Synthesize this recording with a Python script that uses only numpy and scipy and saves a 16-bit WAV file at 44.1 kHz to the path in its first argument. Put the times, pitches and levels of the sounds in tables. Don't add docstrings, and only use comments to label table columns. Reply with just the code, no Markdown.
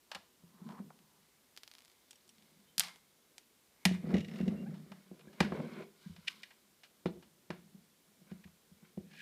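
import sys
import numpy as np
from scipy import signal
from scipy.fft import rfft, irfft, next_fast_len
from scipy.io import wavfile
from scipy.ndimage import uniform_filter1d, map_coordinates

SR = 44100
rng = np.random.default_rng(int(sys.argv[2]) if len(sys.argv) > 2 else 0)


def wav_out(sig):
    wavfile.write(sys.argv[1], SR, np.round(np.clip(np.atleast_2d(sig).T, -1, 1) * 32767).astype(np.int16))


def how_loud(loudness_db):
    steps = np.asarray(loudness_db, float) / 20
    return 10 ** steps


N = 406161

# pitch_hz, density_db
HISS_COLOUR = [(25, -26.5), (55, -7.5), (190, -7.5), (250, -1), (400, -8.5), (1600, -12), (8000, -13.5),
               (16000, -15)]
# pitch_hz, width_hz, level_db
BOARD_MODES = [(90.6, 22, -24.5), (157, 13, -4.5), (198.2, 26, 2.5), (208.8, 49, 0)]
# pitch_hz, width_hz, level_db
CASE_MODES = [(364, 70, 3.5), (476.5, 120, 3), (580, 210, 1), (700, 420, -10.5)]
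# until_s, then rows of pitch_hz, width_hz, level_db
COVER_GRIPS = [
    (1.2, [(720, 200, 6), (1000, 300, 11), (1900, 1700, 1)]),
    (4.04, [(1000, 630, -2.5), (1680, 140, -0.5), (2110, 390, -2)]),
    (5.0, [(1140, 580, -1.5), (1520, 340, 2), (2070, 620, -1.5)]),
    (9.0, [(1004, 200, 0.5), (1504, 310, 0), (2213, 410, 0), (2750, 300, -1.5), (3150, 490, -3.5), (4234, 600, -7)]),
    (9.3, [(1700, 380, -1.5), (2470, 350, 1), (3200, 860, -4.5)]),
]
# pitch_hz, width_hz, level_db
EDGE_MODES = [(2900, 140, -1), (3744, 1200, -2.5), (5300, 1200, -3), (9000, 10000, -11.5)]
# peak_s, swell_s, fade_s, board_push_db, case_over_push_db
SLIDES = [(.45, 0.35, .5, -71, -35), (.6, 0.013, 0.36, -62, -22), (.7, 0.14, 0.27, -48, -12),
          (2.44, 0.22, 0.8, -67, -16), (4.014, 0.096, .15, -51, -14.5), (4.12, .08, 0.098, -40.5, -4.5),
          (4.154, 0.084, 0.055, -24.5, -11), (4.33, 0.26, 0.21, -42, -12.5),
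          (4.408, 0.046, 0.19, -38.5, -19), (4.476, 0.025, 0.3, -34.5, -13.5),
          (4.8, 0.29, 0.041, -50, -14.5), (5.17, .55, 1, -65.5, -6), (5.45, 0.071, 0.076, -42, -7),
          (5.526, 0.0099, 0.023, -49, 0), (5.6, 0.23, 0.12, -38, -5), (5.665, 0.37, 0.023, -52, -2),
          (5.82, 0.24, 0.05, -49.5, 3.5), (6.35, 1.3, 0.34, -71.5, -7.5), (7.72, 1.8, 0.43, -69, -13),
          (8.3, 0.44, .3, -69, -11.5), (8.85, 0.37, 0.63, -71, -8), (9.03, .1, 0.097, -65, -14),
          (9.13, .2, .17, -62, -17)]
# peak_s, swell_s, fade_s, rub_db, rasp_over_rub_db
RUBS = [(.135, 0.036, 0.046, -56, -19), (.7, 0.12, 0.11, -59.5, -13), (.8, 0.3, 0.021, -59.5, -28),
        (1.15, 0.43, 0.7, -77, -7), (1.73, .12, 1, -77.5, 3), (2.45, 0.37, 0.96, -80.5, 3),
        (2.83, 0.026, 0.11, -49.5, -4), (3.95, 0.13, 0.032, -54, -7), (4.154, 0.2, 0.041, -54.5, -9),
        (4.382, 0.21, 0.3, -60.5, -4), (4.476, .04, 0.96, -67.5, -8), (4.918, 0.17, 0.53, -75.5, -1.5),
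        (5.45, 0.1, 0.083, -52.5, -9), (5.56, 0.11, 0.26, -59, -7), (5.825, .55, 0.036, -55.5, -12.5),
        (6.05, .15, 0.22, -69.5, 1.5), (6.35, .4, 0.29, -67.5, 0.5), (6.305, .03, 0.047, -57, -0.5),
        (7.53, 0.039, 0.12, -64.5, -14), (8.3, 0.043, .05, -69, -6.5), (8.34, .3, .4, -78, -6),
        (8.85, .08, .08, -69, -12.5), (9.21, .11, 0.091, -53, -8.5)]
# board_db, case_db, cover_db, edges_db
RESTING_HANDS = (-86.5, -82, -87, -83)
# start_s, peak_db, ring_hz, body_db, edge_db
LANDINGS = [
    (.116, -34, 2580, -14, -34),
    (0.1486, -34.5, 2900, -15.5, -6),
    (3.853, -26, 5400, -21, -25),
    (3.8531, -12.5, 1800, -20.5, -4),
    (4.9183, -46.5, 3070, -5.5, -13),
    (5.4046, -18.5, 1550, -11.5, -15.5),
    (6.433, -37, 1750, -34, -31),
    (7.058, -34, 1750, -2, -15),
    (7.5044, -33.5, 1480, -10, -42),
]
# start_s, peak_db, ring_hz, body_db, contact_ms
TAPS = [(.1295, -47, 2900, -14, 5), (.1545, -39, 4350, -16, 3.9), (4.778, -60, 4300, -20, 4),
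        (5.194, -54.5, 2900, -15, 7.6), (5.33, -55, 2900, -15, 10), (5.427, -37.5, 2050, -9, 6),
        (5.573, -51, 1500, 8, 6), (5.601, -49.5, 1500, 10, 6), (5.735, -52, 4300, -10, 8),
        (5.828, -53, 2200, -5, 8), (.1604, -46.5, 2143, 6.5, 6.6), (.9037, -54.5, 1220, 26, 4),
        (4.0917, -52, 2060, -3, 17), (4.105, -48, 1300, 0, 9), (4.7411, -56, 2730, -6, 35),
        (4.068, -54, 1780, -7, 8.6), (5.52, -39, 1400, 12, 7.9), (6.163, -49, 2500, -15, 6.4),
        (8.475, -59.5, 1600, -10, 5.8), (9.112, -55.5, 1700, -20, 6), (7.063, -44, 3950, -13, 15),
        (6.506, -55, 3000, -20, 4), (6.834, -49, 2780, -20, 16), (7.2255, -55, 2920, -11, 11),
        (8.313, -55, 1365, -15, 11), (8.9744, -60.5, 1884, -12.5, 10.5), (9.1336, -54, 2430, -15, 20)]
# pitch_hz, width_hz, level_db
CLOSED_CASE = [(1700, 150, 2), (1930, 150, 2), (2420, 200, 2.7), (2920, 250, 4), (3600, 350, 2),
               (4300, 510, 3), (5050, 450, 3)]
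# pitch_hz, width_hz, level_db
COVER_MODES = [(1665, 31, -2.5), (2010, 76, -2.5), (2460, 80, -6.5)]
# start_s, peak_db, pitch_hz, hardness_db, legs_db
NUDGES = [(0.151, -53, 192, -8.5, -20), (.434, -50.5, 169, -17, -24), (0.555, -56, 171, -22, -25),
          (0.615, -41, 186, -20, -37), (.798, -35.5, 196, -18, -46), (5.111, -43.5, 183, -4, -30),
          (5.269, -48.5, 202, -4, -24), (5.571, -48, 190, 6, -40), (5.599, -41.5, 190, 4.5, -40),
          (6.06, -38.5, 181, -34, -35), (6.097, -43, 172, -39, -13), (6.182, -49.5, 176, -26, -21),
          (7.169, -55, 165.5, 0, -11), (7.744, -46, 192, -19, -40), (8.214, -54, 168, -9.5, -33),
          (8.452, -46.5, 176, -16, -14.5), (8.715, -51.5, 172, -30, -18), (8.825, -51.5, 172, -14, -40)]
# start_s, peak_db, pitch_hz, hardness_db, ring_t60_s
BLOWS = [(2.779, -47.5, 178, -17, 0.23), (3.8547, -20, 186.3, -16, 0.13), (3.909, -26, 183, -13, 0.14),
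         (4.039, -31.5, 200, -13, 0.062), (4.069, -33.5, 203, -8, 0.11), (4.137, -15.5, 194.7, -16.5, 0.13),
         (4.193, -34, 175, -28, 0.041), (4.401, -28.5, 185.6, -7, 0.15), (4.428, -29, 205, -31, 0.074),
         (4.476, -23, 195, -12.5, 0.093), (4.712, -42, 185.7, -30, 0.31), (4.86, -50, 189.7, -8.5, 0.28),
         (4.912, -46, 191.7, -12, 0.17), (5.405, -18.5, 181, -8.5, 0.031), (5.519, -31, 185, -3, 0.092),
         (7.0554, -27.5, 171.2, -0.5, 0.06), (7.5, -36, 172, -1, 0.087), (8.314, -37, 183.7, -12, 0.12),
         (8.973, -33, 183, -9.5, 0.072)]
# start_s, peak_db, ring_hz, body_db, edge_db
STRAYS = [(0.69, -45.5, 3800, -8, -18), (.708, -52, 3300, -10, -20), (.722, -50.5, 3200, -5, -17),
          (0.99, -53, 3000, -28, -22), (2.1089, -38.5, 8000, -33, -31), (2.131, -47.5, 2510, -27, -18),
          (2.279, -51, 7960, -31, -19), (2.383, -51, 3600, -36, -21), (2.4239, -52.5, 3150, -27, -22),
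          (2.6846, -61, 3120, -29, -15), (3.3815, -34, 2200, -28, -0.5)]
# pitch_hz, width_hz, level_db
SMALL_PARTS = [(3200, 530, -8.5), (4800, 900, -5)]
# start_s, peak_db, ring_hz
SHANK = [(1.5653, -40, 5140), (1.738, -43, 4500), (1.79, -47, 2250), (1.806, -47, 2510),
         (1.8213, -49, 2270), (1.8497, -43.5, 7240), (1.857, -48, 2430), (1.88, -51, 2210),
         (1.8997, -50, 4500), (1.917, -53, 2240)]
# start_s, peak_db
HEAD = [(1.5753, -32.5), (1.6342, -34.5), (1.6776, -36), (1.7148, -38), (1.7521, -39.5), (1.7843, -41.5)]
# start_s, peak_db
TIP = [
    (2.11, -40.5),
    (2.1565, -49),
    (2.2914, -42.5),
]
# pitch_hz, width_hz, level_db
SHAFT = [(3000, 300, 0), (5600, 260, 1.5), (8140, 350, 0.5), (11000, 440, -14)]
# start_s, end_s, start_hz, end_hz, level_db
SQUEAKS = [(2.671, 2.72, 3100, 3100, -70), (4.2, 4.248, 2850, 2900, -64), (4.375, 4.44, 2800, 2720, -60.5),
           (4.555, 4.642, 2730, 2835, -65), (4.657, 4.683, 718, 885, -57.5), (5.279, 5.29, 1640, 1660, -59),
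           (4.292, 4.345, 5300, 5350, -70), (6.039, 6.074, 1560, 1655, -68)]
# start_s, peak_db, ring_hz, edge_db, contact_ms
CLATTER = [(2.7813, -12.5, 5360, 2.5, 4.4), (2.7966, -4.5, 9600, -19, 3.8), (2.8063, -15, 4150, -25, 5.1),
           (2.818, -35, 6000, -12, 4), (2.836, -28, 1780, -17, 6.4), (2.8485, -33, 4480, -12, 2.8),
           (2.857, -38, 4000, -15, 3), (2.8733, -37, 1900, -21, 4), (2.8842, -39, 1720, -16, 4),
           (2.8935, -44, 900, -30, 4.6), (2.9596, -48, 3200, 0, 5)]
# start_s, peak_db, ring_hz
RATTLE = [(4.1416, -34.5, 1810), (4.155, -44, 1200), (4.1676, -39.5, 1940), (4.1814, -39, 2900),
          (4.1944, -47, 2200), (4.206, -39, 2880), (4.2466, -43.5, 1830), (4.2838, -45, 1930),
          (4.294, -50, 1900), (4.313, -47, 1790), (4.338, -49, 1760), (4.3581, -47.5, 2200),
          (4.3879, -50, 1790), (4.4, -51, 1990), (4.411, -45.5, 1410), (4.4294, -51, 1220),
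          (4.4796, -43, 2680)]
# pitch_hz, width_hz, level_db
LOOSE_COVER = [(1900, 250, 4), (2850, 300, 4), (3780, 400, 4), (5400, 270, 3), (5870, 250, 4),
               (6700, 250, 4)]
# start_s, peak_db, ring_hz, body_db, contact_ms
SWIPES = [
    (6.5, -52.5, 1660, -16, 13),
    (5.2, -54, 2500, -11, 6),
    (6.266, -36, 2100, -40, 4.1),
    (6.2728, -19.5, 2550, -42, 3.5),
    (8.432, -51.5, 1800, -29, 8),
]
# pitch_hz, t60_s
ROOM_DECAY = [(200, 0.43), (1000, 0.21), (4000, 0.28), (12000, 0.067)]


def unit(x):
    return x / np.sqrt(np.mean(x ** 2) + 1e-20)


def along(points, hz):
    f, v = np.transpose(points)
    return np.interp(np.log(hz + 1), np.log(f + 1), v)


def filtered(x, response):
    m = next_fast_len(len(x) + min(len(x), 8192))
    spectrum = rfft(x, m) * response(np.fft.rfftfreq(m, 1 / SR))
    return irfft(spectrum, m)[:len(x)]


def modes(rows):
    def response(f):
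        total = 0
        for k, (hz, width, db) in enumerate(rows):
            total = total + (-1) ** k * how_loud(db) * 1j * f * width / (hz * hz - f * f + 1j * f * width)
        return total
    return response


def lumpy(rate, depth_db):
    knots = rng.standard_normal(int(N * rate / SR) + 4)
    level_db = depth_db * map_coordinates(knots, [np.arange(N) * rate / SR])
    return how_loud(level_db) * rng.standard_normal(N)


def add(track, s, sound):
    part = track[round(s * SR):][:len(sound)]
    part += sound[:len(part)]


def room_hiss():
    noise = filtered(rng.standard_normal(N), lambda f: how_loud(along(HISS_COLOUR, f)))
    return how_loud(-70) * unit(noise)


def strokes(rows, rest_db):
    t = np.arange(N) / SR
    power = np.ones((2, N)) * how_loud(np.array(rest_db))[:, None] ** 2
    for s, swell, fade, db, over_db in rows:
        away = np.where(t < s, (s - t) / swell, (t - s) / fade)
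        shape = how_loud(db - 20 * away) ** 2
        power = power + shape * np.array([[1], [how_loud(over_db) ** 2]])
    return np.sqrt(power)


def handling():
    t = np.arange(N) / SR
    push, drag = strokes(SLIDES, RESTING_HANDS[:2])
    rub, rasp = strokes(RUBS, RESTING_HANDS[2:])
    board = filtered(lumpy(rate=32, depth_db=3.5), lambda f: modes(BOARD_MODES)(f) * modes([(170, 250, 0)])(f) ** 2)
    case = filtered(lumpy(rate=85, depth_db=3), lambda f: modes(CASE_MODES)(f) * modes([(500, 800, 0)])(f))
    slips = lumpy(rate=120, depth_db=2)
    grips = []
    for _, rings in COVER_GRIPS:
        grip = filtered(slips, lambda f: modes(rings)(f) ** 2 * modes([(1600, 3000, 0)])(f))
        grips.append(unit(grip))
    held = np.searchsorted([until for until, _ in COVER_GRIPS], t)
    cover = np.choose(held.clip(0, len(COVER_GRIPS) - 1), grips)
    edges = filtered(lumpy(rate=260, depth_db=2.5), lambda f: modes(EDGE_MODES)(f) * modes([(4000, 6000, 0)])(f))
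    return push * unit(board) + drag * unit(case) + rub * cover + rasp * unit(edges)


def contacts(rows, sharp, spike, rise, spread, plate):
    size = 2048
    near, far, t = np.zeros(N), np.zeros(N), np.arange(size) / SR
    f = np.fft.rfftfreq(2 * size, 1 / SR)

    def peak(response):
        return abs(irfft(response)).max()

    under = 1 + sum(modes([row])(f) for row in plate)
    edge = modes([(8500, 10000, 0)])(f) ** 2 / (1 + (f / 14700) ** 30)
    body = modes([(650, 250, -2), (950, 220, 0), (1300, 400, -4)])(f) * modes([(850, 1300, 0)])(f)
    for s, db, hz, low_db, edge_db, ms in rows:
        decay = how_loud(-60 * (t - rise) / (0.0063 * max(ms, .3)))
        chatter = rng.standard_normal(size) * np.where(t < rise, (t / rise) ** 3, decay)
        chatter[8] += spike
        chatter += 0.39 * np.roll(chatter, int(rng.uniform(14, 34)))
        push = rfft(chatter, 2 * size)
        push = push / np.sqrt(uniform_filter1d(abs(push) ** 2, size=36))
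        ring = modes([(hz, hz / sharp, 0), (2600, 1500 * spread, -6)])(f)
        ring = ring * modes([(hz, spread * hz, 0)])(f) * under
        colour = ring / peak(ring)
        colour = colour + how_loud(edge_db - 1.0) * edge / peak(edge) + how_loud(low_db + 7.0) * body / peak(body)
        colour = colour * how_loud(db) / peak(push * colour * (f > 1200))
        add(near, s - .0003, irfft(push * colour)[:size])
        add(far, s, irfft(colour)[:size])
    return np.array([near, far])


def case_knocks():
    rows = [(*row, 5.3) for row in LANDINGS]
    rows += [(*row, -25, ms) for *row, ms in TAPS]
    return contacts(rows, sharp=4.5, spike=5, rise=0.00044, spread=2.44, plate=CLOSED_CASE)


def board_thuds():
    track, t = np.zeros(N), np.arange(SR // 3) / SR

    def ring(hz, t60, rise):
        return np.sin(2 * np.pi * hz * t) * how_loud(-60 * t / t60) * (1 - np.exp(-t / rise))

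    rows = [(*row, -25.5, t60) for *row, t60 in BLOWS]
    rows += [(*row, .085) for row in NUDGES]
    for s, db, hz, hard_db, legs_db, t60 in sorted(rows):
        luck = rng.normal(0, 1, 8)
        beat = 0.63 + 0.39 * np.cos(2 * np.pi * (25 + 1.2 * luck[7]) * (t - .008))
        boom = ring(hz, 1.5 * t60, 0.0036) * beat
        legs = ring(86, .13, .003)
        knock = sum(how_loud(g + e) * ring(c * (1 + .02 * e), 3.2 / w, .0012)
                    for (c, w, g), e in zip(CASE_MODES, luck))
        add(track, s, -how_loud(db) * (boom / abs(boom).max() + how_loud(legs_db + 12.0) * legs))
        add(track, s + .003, -how_loud(db + hard_db + 1.5) * knock)
    return track


def metal_ticks(rows):
    return contacts(rows, sharp=2.2, spike=13, rise=.0004, spread=4, plate=SMALL_PARTS)


def stray_ticks():
    return metal_ticks([(*row, 4.2) for row in STRAYS])


def bouncing_screw():
    rows = [(s, db, 4500, -58, -10.5, 6.8 * 0.81 ** k) for k, (s, db) in enumerate(HEAD)]
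    rows += [(*row, -36, -20, 2.8) for row in SHANK]
    return contacts(rows, sharp=1.17, spike=19, rise=0.00027, spread=7.7, plate=SMALL_PARTS)


def screwdriver():
    track, t = np.zeros(N), np.arange(SR // 20) / SR
    for s, db in TIP:
        chatter = rng.standard_normal(len(t)) * how_loud(-60 * t / 0.032)
        ring = filtered(chatter, modes(SHAFT))
        add(track, s, how_loud(db - 5.0) * ring / abs(ring).max())
    return track


def squeaks():
    track = np.zeros(N)
    for start, end, hz0, hz1, db in SQUEAKS:
        over_db = -2.5 if hz0 < 1200 else -21.5
        u = np.linspace(0, 1, round((end - start) * SR))
        drift = uniform_filter1d(rng.standard_normal(len(u)), 60) * .12 * hz0
        turn = 2 * np.pi * np.cumsum(hz0 + (hz1 - hz0) * u + drift) / SR
        tone = np.sin(turn) + how_loud(over_db) * (np.sin(2 * turn) + 0.25 * np.sin(3 * turn))
        add(track, start, how_loud(db) * np.sin(np.pi * u) ** 0.59 * tone)
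    return track


def tool_clatter():
    return metal_ticks([(s, db, hz, min(-52 - db, -21), edge_db, ms) for s, db, hz, edge_db, ms in CLATTER])


def cover_rattle():
    rows = [(s, db, hz, -70 - db, -30, 5.1) for s, db, hz in RATTLE]
    return contacts(rows, sharp=5.8, spike=5, rise=0.0012, spread=1.72, plate=LOOSE_COVER)


def glancing_swipes():
    rows = [(*row, -24, ms) for *row, ms in SWIPES]
    return contacts(rows, sharp=2.75, spike=0.1, rise=0.00975, spread=1.72, plate=CLOSED_CASE)


def room(x):
    wet, step = np.zeros(N), SR // 4
    for start in range(0, N, step):
        hz, t, z = signal.stft(rng.standard_normal(SR // 2), SR, nperseg=256)
        build = 1 - np.exp(-(t / 0.0073) ** 2)
        decay = how_loud(-60 * t / along(ROOM_DECAY, hz)[:, None]) + 0.4 * how_loud(-60 * t / 0.39)
        tail = signal.istft(z * build * decay, SR, nperseg=256)[1]
        answer = signal.fftconvolve(x[start:start + step], tail / np.linalg.norm(tail))
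        add(wet, start / SR + 0.00099, answer)
    return wet


def scene():
    hiss = room_hiss()
    thuds = filtered(board_thuds(), lambda f: modes([(400, 3000, 0)])(f) ** 2)
    wood = handling() + thuds
    wood = filtered(wood, lambda f: 1 - .8 * modes([(120, 40, 0)])(f))
    wood = wood + squeaks()
    case = case_knocks() + cover_rattle()
    small = stray_ticks() + tool_clatter()
    screw = bouncing_screw()
    swipes = glancing_swipes()
    cover = how_loud(2.5) * filtered(case[1], modes(COVER_MODES))
    to_walls = how_loud(-17) * small[1] + how_loud(-14.0) * case[1] + how_loud(-20) * screw[1]
    to_walls = to_walls + how_loud(-22) * swipes[1] + how_loud(-13.5) * wood
    direct = small[0] + case[0] + cover + screw[0] + swipes[0] + screwdriver() + wood
    return (direct + room(to_walls) + hiss)[None]


def band_limit(x):
    return signal.sosfilt(signal.butter(12, 16410, fs=SR, output="sos"), x)


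def record(dry):
    mix = filtered(dry[0], lambda f: 1 / (1 + (f / 15300) ** 80))[None]
    return band_limit(mix)


dry = scene()
out = record(dry)
wav_out(out)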